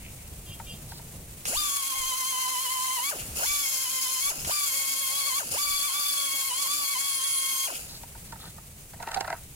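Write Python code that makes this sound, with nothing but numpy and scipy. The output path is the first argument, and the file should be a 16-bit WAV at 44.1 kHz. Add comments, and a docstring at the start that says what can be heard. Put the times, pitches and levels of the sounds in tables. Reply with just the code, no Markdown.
"""An air die grinder buffs a rubber inner tube on a plywood board, in four short spells, in a workshop.
Like a siren, its four-vane motor chops the exhaust into a whine, heard over the loud hiss of turbulent
air; the pitch falls whenever the stone bites into the rubber and loads the rotor.
Around it are roadside traffic rumble, a leaking air coupling, fingers rubbing the tube, two toots of a
far motorbike horn, and the modes of the board, rung by knocks and by dragging over concrete."""
import sys
import numpy as np
from scipy import signal
from scipy.fft import rfft, irfft, next_fast_len
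from scipy.io import wavfile

SR = 44100
rng = np.random.default_rng(int(sys.argv[2]) if len(sys.argv) > 2 else 0)


def file_out(sig):
    """Save sig as 16-bit WAV at sys.argv[1]."""
    # one column per channel
    cols = np.atleast_2d(sig).T
    # limit, then scale
    lim = np.clip(cols, -1, 1)
    pcm = np.round(lim * 32767).astype(np.int16)
    wavfile.write(sys.argv[1], SR, pcm)


N = 421155
T = np.arange(N) / SR


def from_db(db):
    """Amplitude ratio of a level in decibels."""
    return np.exp(np.maximum(db, -300) * (np.log(10) / 20))


def unit_rms(x):
    """Normalisation to unit power."""
    return x / np.sqrt(np.mean(x ** 2) + 1e-20)


def in_time(rows):
    """Linear interpolation in time, one curve for each column after the first."""
    times_s, *columns = np.transpose(rows)
    return [np.interp(T, times_s, column) for column in columns]


def at_hz(points, hz):
    """Interpolation on a logarithmic frequency axis."""
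    points_hz, values = np.transpose(points)
    return np.interp(np.log(np.maximum(hz, 1)), np.log(points_hz), values)


def ramp(start_s, length_s):
    """Linear rise from 0 to 1."""
    return np.clip((T - start_s) / length_s, 0, 1)


def bump(centre_s, width_s):
    """Gaussian pulse of height 1."""
    return np.exp(-np.minimum(((T - centre_s) / width_s) ** 2, 40))


def stroke(start_s, end_s, level_db, fade_db_per_s=443):
    """Envelope of a rub: a plateau with exponential rise and decay."""
    return from_db(level_db - fade_db_per_s * np.abs(T - np.clip(T, start_s, end_s)))


def drift(rate_hz):
    """Low-pass noise: a smooth random wander of spread 1."""
    step = 40   # samples between computed points
    pole = np.exp(-2 * np.pi * rate_hz * step / SR)
    white = rng.standard_normal(N // step + 2002)
    slow = unit_rms(signal.lfilter([1], [1, -2 * pole, pole * pole], white)[2000:])
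    return np.interp(np.arange(N) / step, np.arange(len(slow)), slow)


def sine(phase):
    """Sinusoid of a phase wrapped to one cycle."""
    return np.sin((phase % (2 * np.pi)).astype(np.float32))


def band(x, low_hz, high_hz):
    """Butterworth band-pass filter."""
    return signal.sosfilt(signal.butter(2, [low_hz, high_hz], "band", fs=SR, output="sos"), x + 1e-18)


def ring(force, hz, t60_s):
    """Damped oscillator: a unit impulse starts a decaying sine of height 1."""
    pole, angle = from_db(-60 / (t60_s * SR)), 2 * np.pi * hz / SR
    return signal.lfilter([0, np.sin(angle)], [1, -2 * pole * np.cos(angle), pole * pole], force + 1e-18)


def pan(balance_db):
    """Level difference, left over right, at constant total power."""
    gains = from_db(np.array([[.5], [-.5]]) * balance_db)
    return gains / np.sqrt(np.mean(gains ** 2, axis=0))


def delayed(x, delay_s):
    """Time delay, fixed or varying."""
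    return np.interp(T - delay_s, T, x)


def stereo(x, lag_s):
    """Arrival-time difference: the left channel lags the right."""
    return np.array([delayed(x, lag_s), x])


# Likeness of left and right in the noise field: frequency_hz, coherence (0-1)
COHERENCE = [(100, 0.99), (400, 0.87), (1500, 0.04), (4000, 0.09), (15000, 0)]


def noise_field(spectrum, lag_s=0, balance=((1, 0), (2, 0))):
    """Partial coherence: a shared direct wave plus independent scattered waves, coloured, at rms 1."""
    size = next_fast_len(N)
    hz = np.arange(size // 2 + 1) * SR / size
    direct, *scattered = rfft(rng.standard_normal((3, size)))
    coherence = at_hz(COHERENCE, hz)
    lag = np.exp(-2j * np.pi * hz * [[lag_s], [0]])
    field = np.sqrt(coherence) * direct * lag + np.sqrt(1 - coherence) * np.array(scattered)
    low_hz, high_hz = spectrum[0][0] / 2, spectrum[-1][0] * 2
    skirts = 1 / np.sqrt((1 + (low_hz / (hz + 1)) ** 4) * (1 + (hz / high_hz) ** 4))
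    colour = skirts * from_db(at_hz(spectrum, hz))
    return unit_rms(irfft(field * colour * pan(at_hz(balance, hz)), size)[:, :N])


# Spectra of the traffic and of the air leak: frequency_hz, density_db
TRAFFIC_SPECTRUM = [(25, -1.5), (54, 3), (110, 1), (160, 0), (275, -12.5), (640, -16), (1100, -24),
                    (2000, -37)]
LEAK_SPECTRUM = [(1500, -0.5), (2500, 3), (3400, 0), (5400, 0.5), (7200, 5.5), (9500, 6.5), (12000, 3),
                 (15500, 3)]
# Slow course of both: time_s, rumble_db, leak_db
BACKGROUND_LEVELS = [(0, -45, -47), (.8, -44.5, -45.5), (1.4, -45.5, -45.5), (3.3, -41, -40),
                     (5.5, -40.5, -43), (7.9, -46, -45.5), (8.6, -48.5, -47.5), (9.55, -50, -48)]


def traffic_and_leak(vane_hz, sink_db=-23):
    """Broadband noise of traffic and a leaking coupling; the rumble sinks while the tool is at speed."""
    held_hz = np.maximum(delayed(vane_hz, 0.015), delayed(vane_hz, 0.024))   # it returns a little late
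    running = np.clip(held_hz / 950, 0, 1) ** 0.73
    rumble_db, leak_db = in_time(BACKGROUND_LEVELS)
    rumble = from_db(rumble_db + sink_db * running + 1.44 * drift(12.6)) * noise_field(TRAFFIC_SPECTRUM)
    leak = from_db(leak_db + 1.1 * drift(27)) * noise_field(LEAK_SPECTRUM)
    return rumble + leak


# Fingers rubbing the tube: start_s, end_s, centre_hz, level_db
FINGER_RUBS = [(0, 0.098, 2480, -53.5), (0.187, 0.266, 2450, -59), (.9, 0.983, 4470, -52),
               (7.892, 7.97, 4500, -48), (8.273, 8.3, 4500, -55), (8.407, 8.493, 3900, -52)]


def fingers(edge_ratio=1.19, grip_db=3):
    """Stick-slip friction of skin on rubber: bands of noise that flutter as the grip changes."""
    rubs = 0
    for start_s, end_s, hz, level_db in FINGER_RUBS:
        friction = unit_rms(band(rng.standard_normal(N), hz / edge_ratio, hz * edge_ratio))
        rubs += stroke(start_s, end_s, level_db) * friction
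    return stereo(rubs * from_db(grip_db * drift(70)), lag_s=0.0001)


# Toots of the far horn: start_s, end_s, level_db
HORN_TOOTS = [(0.471, 0.545, -50), (0.66, 0.742, -48.5)]
# Its spectrum: harmonic_number, gain_db
HORN_HARMONICS = [(6, -19), (7, -2), (8, -1.5), (9, -10.5), (12, -14)]
# Reflections from house fronts: delay_s, gain_db
HOUSE_ECHOES = [(0.0121, -6), (.029, -21), (.058, -14)]


def horn(pitch_hz=401, edge_s=0.023, waver=0.007, rough_rad=0.04, rough_db=5):
    """Forced vibration: a buzzing diaphragm rings a tone disc near 3 kHz, blurred by street echoes."""
    phase = 2 * np.pi * np.cumsum(pitch_hz * (1 + waver * drift(39))) / SR + rough_rad * drift(160)
    gate = sum(from_db(db) * np.clip(np.minimum(T - start_s, end_s - T) / edge_s + .5, 0, 1)
               for start_s, end_s, db in HORN_TOOTS)
    buzz = sum(from_db(db + rough_db * drift(60)) * np.sin(k * phase) for k, db in HORN_HARMONICS)
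    toots = np.sqrt(2) * gate * buzz
    echoes = sum(from_db(db) * delayed(toots, delay_s) for delay_s, db in HOUSE_ECHOES)
    return stereo(toots + echoes, lag_s=0.00005)


# Knocks and jolts of the board: time_s, blow_db, crack_db
BOARD_KNOCKS = [(0.599, -28.5, -60), (0.92, -36, -56), (0.992, -38, -64), (8.034, -36, -52),
                (8.151, -38, -65), (8.324, -30.5, -49), (8.358, -38, -64), (8.582, -35.5, -63),
                (8.935, -32, -62), (9.001, -26, -60), (9.028, -26, -44), (9.074, -19.5, -52),
                (9.088, -25.5, -45), (9.117, -25, -39), (9.146, -31, -31), (9.163, -22, -57),
                (9.173, -19.5, -47), (9.209, -19, -33.5), (9.247, -22, -57), (9.279, -21, -44),
                (9.303, -21, -43), (9.328, -22, -50)]


def impacts(crunch=0.087, rise_s=0.0029, crunch_s=0.0085, crack_s=0.0035):
    """Impulsive excitation: each knock crushes grit, giving a rough blow and a brief crack."""
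    lead = SR // 100   # grit gives way just before the jolt
    age_s = T[:SR // 20] - T[lead]
    onset, since_s = np.exp(np.minimum(age_s, 0) / rise_s), np.maximum(age_s, 0)
    blows, cracks = np.zeros(N), np.zeros(N)
    for time_s, blow_db, crack_db in BOARD_KNOCKS:
        at = round(time_s * SR)
        span = slice(at - lead, at - lead + len(age_s))
        grit = onset * rng.standard_normal(len(age_s))
        blows[at] += from_db(blow_db)
        blows[span] += from_db(blow_db) * crunch * grit * np.exp(-since_s / crunch_s)
        cracks[span] += from_db(crack_db) * grit * np.exp(-since_s / crack_s)
    return blows, cracks


# Modes of the plywood: frequency_hz, gain_db, free_t60_s
PLYWOOD_MODES = [(352, -12, 0.029), (490, -8, 0.022), (663, -6.5, 0.072), (773, -6, 0.091),
                 (920, -3.5, 0.097), (1070, -1, 0.013), (1293, -0.5, 0.026), (1530, -1, 0.017),
                 (1820, -4, 0.031), (2020, -6.5, 0.019), (2730, -13, 0.019), (4000, -5, 0.0059),
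                 (5000, -10, 0.0063)]
# Rubber and board sliding: start_s, end_s, level_db
BOARD_SLIDES = [(7.918, 7.973, -57), (8.423, 8.467, -49), (9.023, 9.146, -45.5), (9.16, 9.357, -43)]


def board(knock_gain_db=-8.5, crack_gain_db=12, grit_gain_db=-16, grains_per_s=700, jammed_ratio=0.45):
    """Modal vibration: knocks and sliding grains ring the plywood; ground contact damps the knocks."""
    blows, cracks = impacts()
    grains = (rng.random(N) < grains_per_s / SR) * rng.standard_normal(N)
    sliding = sum(stroke(*slide) for slide in BOARD_SLIDES)
    knocks, scrape = 0, 0
    for k, (hz, gain_db, free_t60_s) in enumerate(PLYWOOD_MODES):
        contact_db = 4.1 * np.array([drift(9.4), drift(13)])   # the point of contact wanders
        coupling = (-1) ** k * from_db(gain_db + contact_db)
        knocks += coupling * ring(blows, hz, free_t60_s * jammed_ratio)
        scrape += coupling * ring(grains, hz, free_t60_s)
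    wood = from_db(knock_gain_db) * knocks + sliding * unit_rms(scrape)
    grit = from_db(crack_gain_db) * cracks + from_db(grit_gain_db) * sliding * unit_rms(grains)
    return wood * pan(-1.2) + stereo(band(grit, 1600, 7300), lag_s=0.0001)


VANES, WORKING_HZ = 4, 1200   # WORKING_HZ is the nominal vane-passing frequency
TOOL_LAG_S = 0.0003383   # the tool's sound reaches the left channel later
# Spells of grinding: pressed_s, at_speed_s, released_s, free_vane_hz, air_db
GRINDING_SPELLS = [(1.452, 1.575, 3.102, 1205, -35.8), (3.338, 3.47, 4.296, 1148, -35.3),
                   (4.447, 4.52, 5.388, 1180, -35.5), (5.49, 5.585, 7.667, 1158, -35.9)]


def motor(grab=0.04, valve_s=0.03, coast_s=0.04, coast_power=3.5, air_db_per_hz=0.03, bleed_db_per_s=97):
    """Air drive against friction: vane-passing frequency and air flow through run-up, work and coast."""
    lost_hz = drag() * (1 + grab * drift(20))   # the rubber grips unevenly
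    vane_hz, flow = 0, 1e-5
    for pressed_s, at_speed_s, released_s, free_hz, air_db in GRINDING_SPELLS:
        run_up = ramp(pressed_s, at_speed_s - pressed_s) ** 1.6
        since_s = np.maximum(T - released_s, 0)
        coast = (1 + since_s / (coast_power * coast_s)) ** -coast_power   # falls fast, then lingers
        loaded_hz = free_hz - lost_hz
        vane_hz = np.maximum(vane_hz, run_up * loaded_hz * coast)
        # A faster rotor passes more air; on release the flow drops, holds, then bleeds away.
        driven_db = -5 * (1 - run_up) + run_up * air_db_per_hz * (loaded_hz - WORKING_HZ)
        bleed_db = -9.5 - bleed_db_per_s * np.maximum(since_s - 0.12, 0)
        opened, shut = ramp(pressed_s, valve_s), ramp(released_s, valve_s)
        flow = np.maximum(flow, opened * from_db(air_db + (0.5 - shut) * driven_db + shut * bleed_db))
    return vane_hz, 20 * np.log10(flow)


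def per_spell(values):
    """One value held through each spell and its run-down, gliding to the next during run-up."""
    run_ups_s = np.ravel([spell[:2] for spell in GRINDING_SPELLS])
    return np.interp(T, run_ups_s[1:], np.repeat(values, 2)[:-1])


# The throttle valve snapping open: start_s, level_db
VALVE_SPITS = [(1.453, -29), (4.447, -30)]


def valve(decay_s=0.016):
    """Transient jet: a spit of air decays exponentially as the lever is pressed."""
    spits = sum(from_db(db) * (T >= s) * np.exp(-np.abs(T - s) / decay_s) for s, db in VALVE_SPITS)
    return stereo(spits * unit_rms(band(rng.standard_normal(N), 800, 10000)), TOOL_LAG_S)


# Hiss at the exhaust port: frequency_hz, density_db
EXHAUST_SPECTRUM = [(200, -20.5), (600, -27), (1500, -14.5), (1900, -21.5), (2450, -8.5), (3200, -11),
                    (3700, -16), (4300, -5.5), (5600, -6.5), (6200, -9), (6900, -1.5), (8100, -7.5),
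                    (9000, -10), (9900, 0.5), (11000, -4), (12400, -8), (13600, -10.5), (15000, -16)]
# Directivity of the exhaust: frequency_hz, left_over_right_db
EXHAUST_BALANCE = [(300, 0.5), (900, -2), (1500, 23), (2500, 0), (3400, -5), (4400, 3), (5500, 1),
                   (6900, 5.5), (8700, -4.5), (10200, 2), (15000, -1.5)]
# Resonances between tool, hand and board: centre_hz, width_hz, then gain_db in each of the four spells
GRIP_RESONANCES = [(4860, 200, -0.5, -7, -2, 3.5), (4750, 210, 0, 2.5, 4, 0), (5190, 230, 1.5, 7, 2.5, 2),
                   (6300, 130, 7.5, 8, 2, 3), (6430, 140, -3.5, 3.5, 4.5, 2), (7150, 900, 2.5, 4.5, 4, 2.5),
                   (8900, 650, 6, 1.5, 6.5, 7), (11500, 540, -0.5, 1.5, -2, -22),
                   (12500, 200, 6.5, 7, 8, 8.5), (15000, 1060, 8, 10, 9, 8.5)]


def exhaust(vane_hz, phase, flow_db, gain_db=4.5, swell_db=1.2, flutter_db=1.24, echo=0.35):
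    """Turbulent jet noise, pulsed by the vanes and comb-filtered by its reflection from the board."""
    hiss = noise_field(EXHAUST_SPECTRUM, TOOL_LAG_S, EXHAUST_BALANCE)
    for hz, width_hz, *spell_db in GRIP_RESONANCES:
        gain = from_db(per_spell(spell_db) + swell_db * drift(4.7))
        hiss += (gain - 1) * signal.lfilter(*signal.iirpeak(hz, hz / width_hz, fs=SR), hiss)
    echo_s = 0.0019 + 0.00006 * drift(1.8)   # the path changes as the tool moves
    hiss += echo * np.array([delayed(channel, echo_s) for channel in hiss])
    pulsing = 0.27 * np.cos(phase) + 0.056 * np.cos(phase / VANES)   # once a vane, once a turn
    puffs = 1 + np.clip(vane_hz / 200, 0, 1) * pulsing
    return from_db(flow_db + gain_db + flutter_db * drift(40)) * puffs * hiss


# Housing resonances rung by slow puffs: centre_hz, width_hz, gain_db
HOUSING_BANDS = [(610, 460, 4), (1364, 180, 6.5), (2720, 420, 7.5)]


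def sputter(vane_hz, phase, flow_db, breathiness=0.54):
    """Pulse-excited resonance: far below speed, each vane lets an uneven puff into the housing."""
    vane_passes = np.diff(np.floor(phase / (2 * np.pi)), prepend=0)
    puffs = vane_passes * (1 + rng.standard_normal(N))
    air = unit_rms(puffs) + breathiness * rng.standard_normal(N) * (1 + np.cos(phase))
    housing = sum(from_db(db) * band(air, hz - width_hz / 2, hz + width_hz / 2)
                  for hz, width_hz, db in HOUSING_BANDS)
    labouring = np.interp(vane_hz, [0, 200, 600, 850, 1000], [0.97, 1, 0.9, 0.41, 0])
    return stereo(from_db(flow_db) * labouring * unit_rms(housing), lag_s=0.00025)


def shaded_partial(phase, lag_rad, balance_db, flicker_db):
    """Acoustic shadowing: the moving hands put brief dips in a partial of rms 1, unlike on each side."""
    shade = (np.array([drift(28), drift(28)]) + drift(28)) / np.sqrt(2)
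    flicker = unit_rms(from_db(flicker_db * np.minimum(shade, 0.6)))   # boosts are capped
    return np.sqrt(2) * flicker * pan(balance_db) * sine(np.array([phase - lag_rad, phase]))


# First four harmonics as the tool turns in the hand: time_s, first_db, second_db, third_db, fourth_db
WHINE_AIM = [(1.6, -1, -13, 2.5, -9), (1.75, -0.5, -11, -7, -18), (2.0, -2.5, -4.5, -4, -11),
             (2.5, -0.5, -5.5, -5, -9), (3.049, -1, -2.5, -6.5, -11.5), (3.549, -6.5, -0.5, -4, -14),
             (3.8, -11.5, -7.5, -8, -16), (4.25, -3.5, -5, -4, -9), (4.599, -2.5, -3.5, -5.5, -8),
             (4.9, -5.5, -6, -4.5, -15), (5.301, -0.5, -4, -4, -6), (5.65, -2.5, -1.5, -4.5, -4),
             (6.1, -3.5, -10.5, 1.5, -5), (6.3, -2.5, -2, -2.5, -13.5), (6.8, -2.5, -10, -5, -6),
             (6.93, -3, -1.5, -7, -8.5), (7.1, -3.5, -12, -3.5, -11.5), (7.55, -3.5, -4.5, -0.5, -12)]
# Path of each to the microphone: left_over_right_db, left_lag_s, flicker_db
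WHINE_ARRIVALS = [(-3, 0.00022, 4.5), (1.5, 0.00034, 8.5), (1, .00037, 5.5), (26, 0.000294, 5.5)]
# Response of the housing as they sweep through it: frequency_hz, gain_db
HOUSING_RESPONSE = [(250, -8.5), (450, -9.5), (640, 8), (800, -10.5), (950, 6), (1020, 1), (1100, -3),
                    (1200, 0.5), (1500, 10), (1900, -4.5), (2100, -0.2), (2300, -1), (2600, -0.5),
                    (2920, 6), (3100, 2), (3500, 0.8), (4300, 4.5), (4430, 7), (4600, 4), (5000, 11)]


def whine(vane_hz, phase, gain_db=-36, ragged_db=4, stumble_rad=0.79, echo=0.21, echo_s=0.0078):
    """Siren principle: each vane lets out a puff; uneven puffs rasp, and load makes them flutter."""
    bearing, slowness = load(), np.clip(1 - vane_hz / 1000, 0, 1)
    jitter_rad = (0.035 + 0.04 * bearing) * drift(140)
    phase = phase + jitter_rad + 0.014 * np.sin(phase / VANES)   # the rotor is slightly lopsided
    phase += stumble_rad * slowness * (drift(107) + np.sin(phase / VANES))   # when slow, it lurches
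    ragged = from_db(ragged_db * np.sqrt(slowness) * (drift(82) - 1))
    choke_s = 0.0039   # the tone breaks as the valve shuts
    choke = 1 - sum(bump(released_s + choke_s, choke_s) for _, _, released_s, _, _ in GRINDING_SPELLS)
    envelope = from_db(gain_db) * np.clip(vane_hz / 250, 0, 1) * ragged * choke
    rasp_db = 0.55 * drift(260)
    tone = 0
    for k, aim_db in enumerate(in_time(WHINE_AIM), 1):
        balance_db, lag_s, flicker_db = WHINE_ARRIVALS[k - 1]
        hz = k * vane_hz
        gain = from_db(aim_db + at_hz(HOUSING_RESPONSE, hz) + k * rasp_db)
        sharpness = np.clip(vane_hz / WORKING_HZ, .01, 1) ** (0.79 * (k - 1))   # slow puffs are rounder
        interference = 1 + echo * np.cos(2 * np.pi * hz * echo_s)   # an echo adds or cancels
        angle = k * phase + 0.45 * (k / 4) ** 4 * drift(160)   # turbulence frays the highest harmonic
        partial = shaded_partial(angle, 2 * np.pi * hz * lag_s, balance_db, flicker_db - 1.5 * bearing)
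        tone += gain * sharpness * interference * partial
    return envelope * tone


def shaft(vane_hz, phase, flow_db, gain_db=-27, rise_db_per_decade=8, flicker_db=4.5, chatter_rad=0.82):
    """Rotational asymmetry: unequal vanes and the chattering stone add rough shaft-rate harmonics."""
    harmonics = 0
    for k in range(1, 16):
        if k % VANES:
            angle = k * phase / VANES + rng.uniform(0, 2 * np.pi) + chatter_rad * drift(44)
            level_db = rise_db_per_decade * np.log10(k) + flicker_db * drift(9.8)
            harmonics += from_db(level_db) * sine(angle)
    return stereo(harmonics * from_db(flow_db + gain_db) * np.clip(vane_hz / 900, 0, 1), lag_s=0.0002)


# High vane harmonics, relative to the air flow: frequency_hz, gain_db
OVERTONE_SPECTRUM = [(5400, -20), (6200, -7), (6900, -6), (7500, -14), (8700, -15), (9300, -13), (9750, -2),
                     (10300, -1.5), (10800, -11), (11400, -12), (12300, -9.5), (13000, -10)]
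# The port's whistle, riding on whichever harmonic lies near its pitch: time_s, swell_db
WHISTLE_SWELLS = [(1.5, -13), (3.1, -14), (3.58, 7), (3.75, -23), (4.28, 9), (4.7, -1), (5.7, 3), (6.95, 3),
                  (7.2, 8), (7.36, 11.5), (7.6, -1)]


def overtones(vane_hz, phase, flow_db, whistle_hz=9780, whistle_width_hz=420, fade_db=4.5):
    """Phase modulation blurs the high harmonics under load; the swelling whistle steadies the nearest."""
    sharpness = np.clip(vane_hz / 1050, 0, 1) ** 3   # only a fast rotor cuts sharp puffs
    swell_db, = in_time(WHISTLE_SWELLS)
    locking = np.clip(swell_db / 15, 0, .75)
    blur_rad = 0.29 + 0.59 * load()
    tone = 0
    for k in (6, 8, 9, 10, 11):
        hz = k * vane_hz
        in_tune = 1 / (1 + ((hz - whistle_hz) / whistle_width_hz) ** 4)
        shift_db = in_tune * swell_db + (1 - in_tune) * fade_db * drift(2.2)
        gain = from_db(flow_db + at_hz(OVERTONE_SPECTRUM, hz) + shift_db)
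        wander_rad = blur_rad * drift(200) + 0.95 * drift(41)
        angle = k * phase + (1 - in_tune * locking) * wander_rad
        balance_db = at_hz(EXHAUST_BALANCE, k * WORKING_HZ)
        tone += gain * shaded_partial(angle, 2 * np.pi * hz * TOOL_LAG_S, balance_db, flicker_db=5)
    return sharpness * tone


def grinder(vane_hz, flow_db, waver=0.008, judder=0.25):
    """Frequency modulation: one rotor drives five sounds; it wavers, and judders when the stone bites."""
    vane_hz = vane_hz * (1 + waver * drift(30)) + judder * bites() * drift(160)
    phase = 2 * np.pi * np.cumsum(vane_hz) / SR
    tone = whine(vane_hz, phase)   # the vanes chop the air even while coasting
    return tone + sum(source(vane_hz, phase, flow_db) for source in (overtones, shaft, exhaust, sputter))


# Stray exhaust air sweeping over the microphone: peak_s, level_db
EXHAUST_GUSTS = [(1.57, -40.5), (2.0, -43.5), (3.49, -43), (4.28, -48), (4.42, -53), (5.7, -45.5)]


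def draught(flow_db, steady_db=-34, rise_s=0.031, fall_s=0.083):
    """Wind noise: turbulent pressure rumbles in each channel separately; gusts come fast and die away."""
    gusts = sum(from_db(db) * np.exp(-np.maximum((peak_s - T) / rise_s, (T - peak_s) / fall_s))
                for peak_s, db in EXHAUST_GUSTS)
    turbulence = unit_rms(band(rng.standard_normal((2, N)), low_hz=4, high_hz=50))
    return (gusts + from_db(flow_db + steady_db)) * turbulence


# The stone leant on the rubber and rocked: start_s, end_s, bear_down_s, sag_hz, swing_hz, strokes_per_s
STONE_LEANS = [(1.601, 3.115, 0.23, 176.5, 18.5, 9.3), (3.576, 4.282, .12, 103.8, 21, 9.9),
               (4.593, 5.203, 0.078, 91.7, 13, 7.94), (5.131, 5.432, 0.041, 70.64, 25.6, 10),
               (6.068, 6.66, .17, 71.95, 15, 8), (6.79, 7.804, .27, 84.06, 4.44, 4.95)]


def drag(lift_s=0.09):
    """Friction loading: vane-passing frequency lost to leaning, rocking strokes and bites, in Hz."""
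    lost_hz = bites()
    for start_s, end_s, bear_down_s, sag_hz, swing_hz, strokes_per_s in STONE_LEANS:
        age_s = np.maximum(T - start_s, 0)
        pressure = (1 - np.exp(-age_s / bear_down_s)) * (1 - ramp(end_s - lift_s, lift_s))
        lost_hz += pressure * (sag_hz + swing_hz * np.cos(2 * np.pi * strokes_per_s * age_s))
    return lost_hz


def load(full_hz=150):
    """Relative load: how hard the stone bears on the rubber, 0-1."""
    return np.clip(drag() / full_hz, 0, 1)


# The stone catching in the rubber: time_s, lost_hz
STONE_BITES = [(2.995, 83.8), (3.875, 34.5), (4.715, 25.3), (5.04, 25.1), (5.255, 25.1), (5.314, 79.9),
               (5.74, 27.9), (5.8, 41.9), (5.91, 121.7), (6.52, 130), (6.659, 95.2), (6.871, 45.3),
               (6.965, 99.7), (7.201, 24.9)]


def bites(width_s=0.025):
    """Transient loading: each catch lowers the vane-passing frequency for an instant, in Hz."""
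    return sum(lost_hz * bump(time_s, width_s) for time_s, lost_hz in STONE_BITES)


# Loose vanes rattling as the rotor runs down: peak_s, level_db
VANE_RATTLES = [(3.2, -43.5), (4.4, -49), (7.749, -40.5)]


def rattle(vane_hz, width_s=0.029):
    """Periodic impact: each passing vane slaps the housing and gives a burst of noise."""
    contact = np.maximum(np.cos(2 * np.pi * np.cumsum(vane_hz) / SR), 0) ** 2
    slaps = unit_rms(band(contact * rng.standard_normal(N), 2250, 3450))
    swell = sum(from_db(db) * bump(peak_s, width_s) for peak_s, db in VANE_RATTLES)
    return stereo(swell * slaps, TOOL_LAG_S)


def scene():
    """Superposition in the open air: the tool and the work close by, the street behind them."""
    vane_hz, flow_db = motor()
    tool = grinder(vane_hz, flow_db) + rattle(vane_hz) + valve() + draught(flow_db)
    return tool + board() + fingers() + horn() + traffic_and_leak(vane_hz)


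def record(dry):
    """Soft saturation rounds the highest peaks, and a steep low-pass filter cuts the top."""
    ceiling, cutoff_hz = 0.21, 15800
    rounded = dry / (1 + (dry / ceiling) ** 4) ** .25
    return signal.sosfilt(signal.ellip(12, .1, 80, cutoff_hz, fs=SR, output="sos"), rounded)


dry = scene()
out = record(dry)
file_out(out)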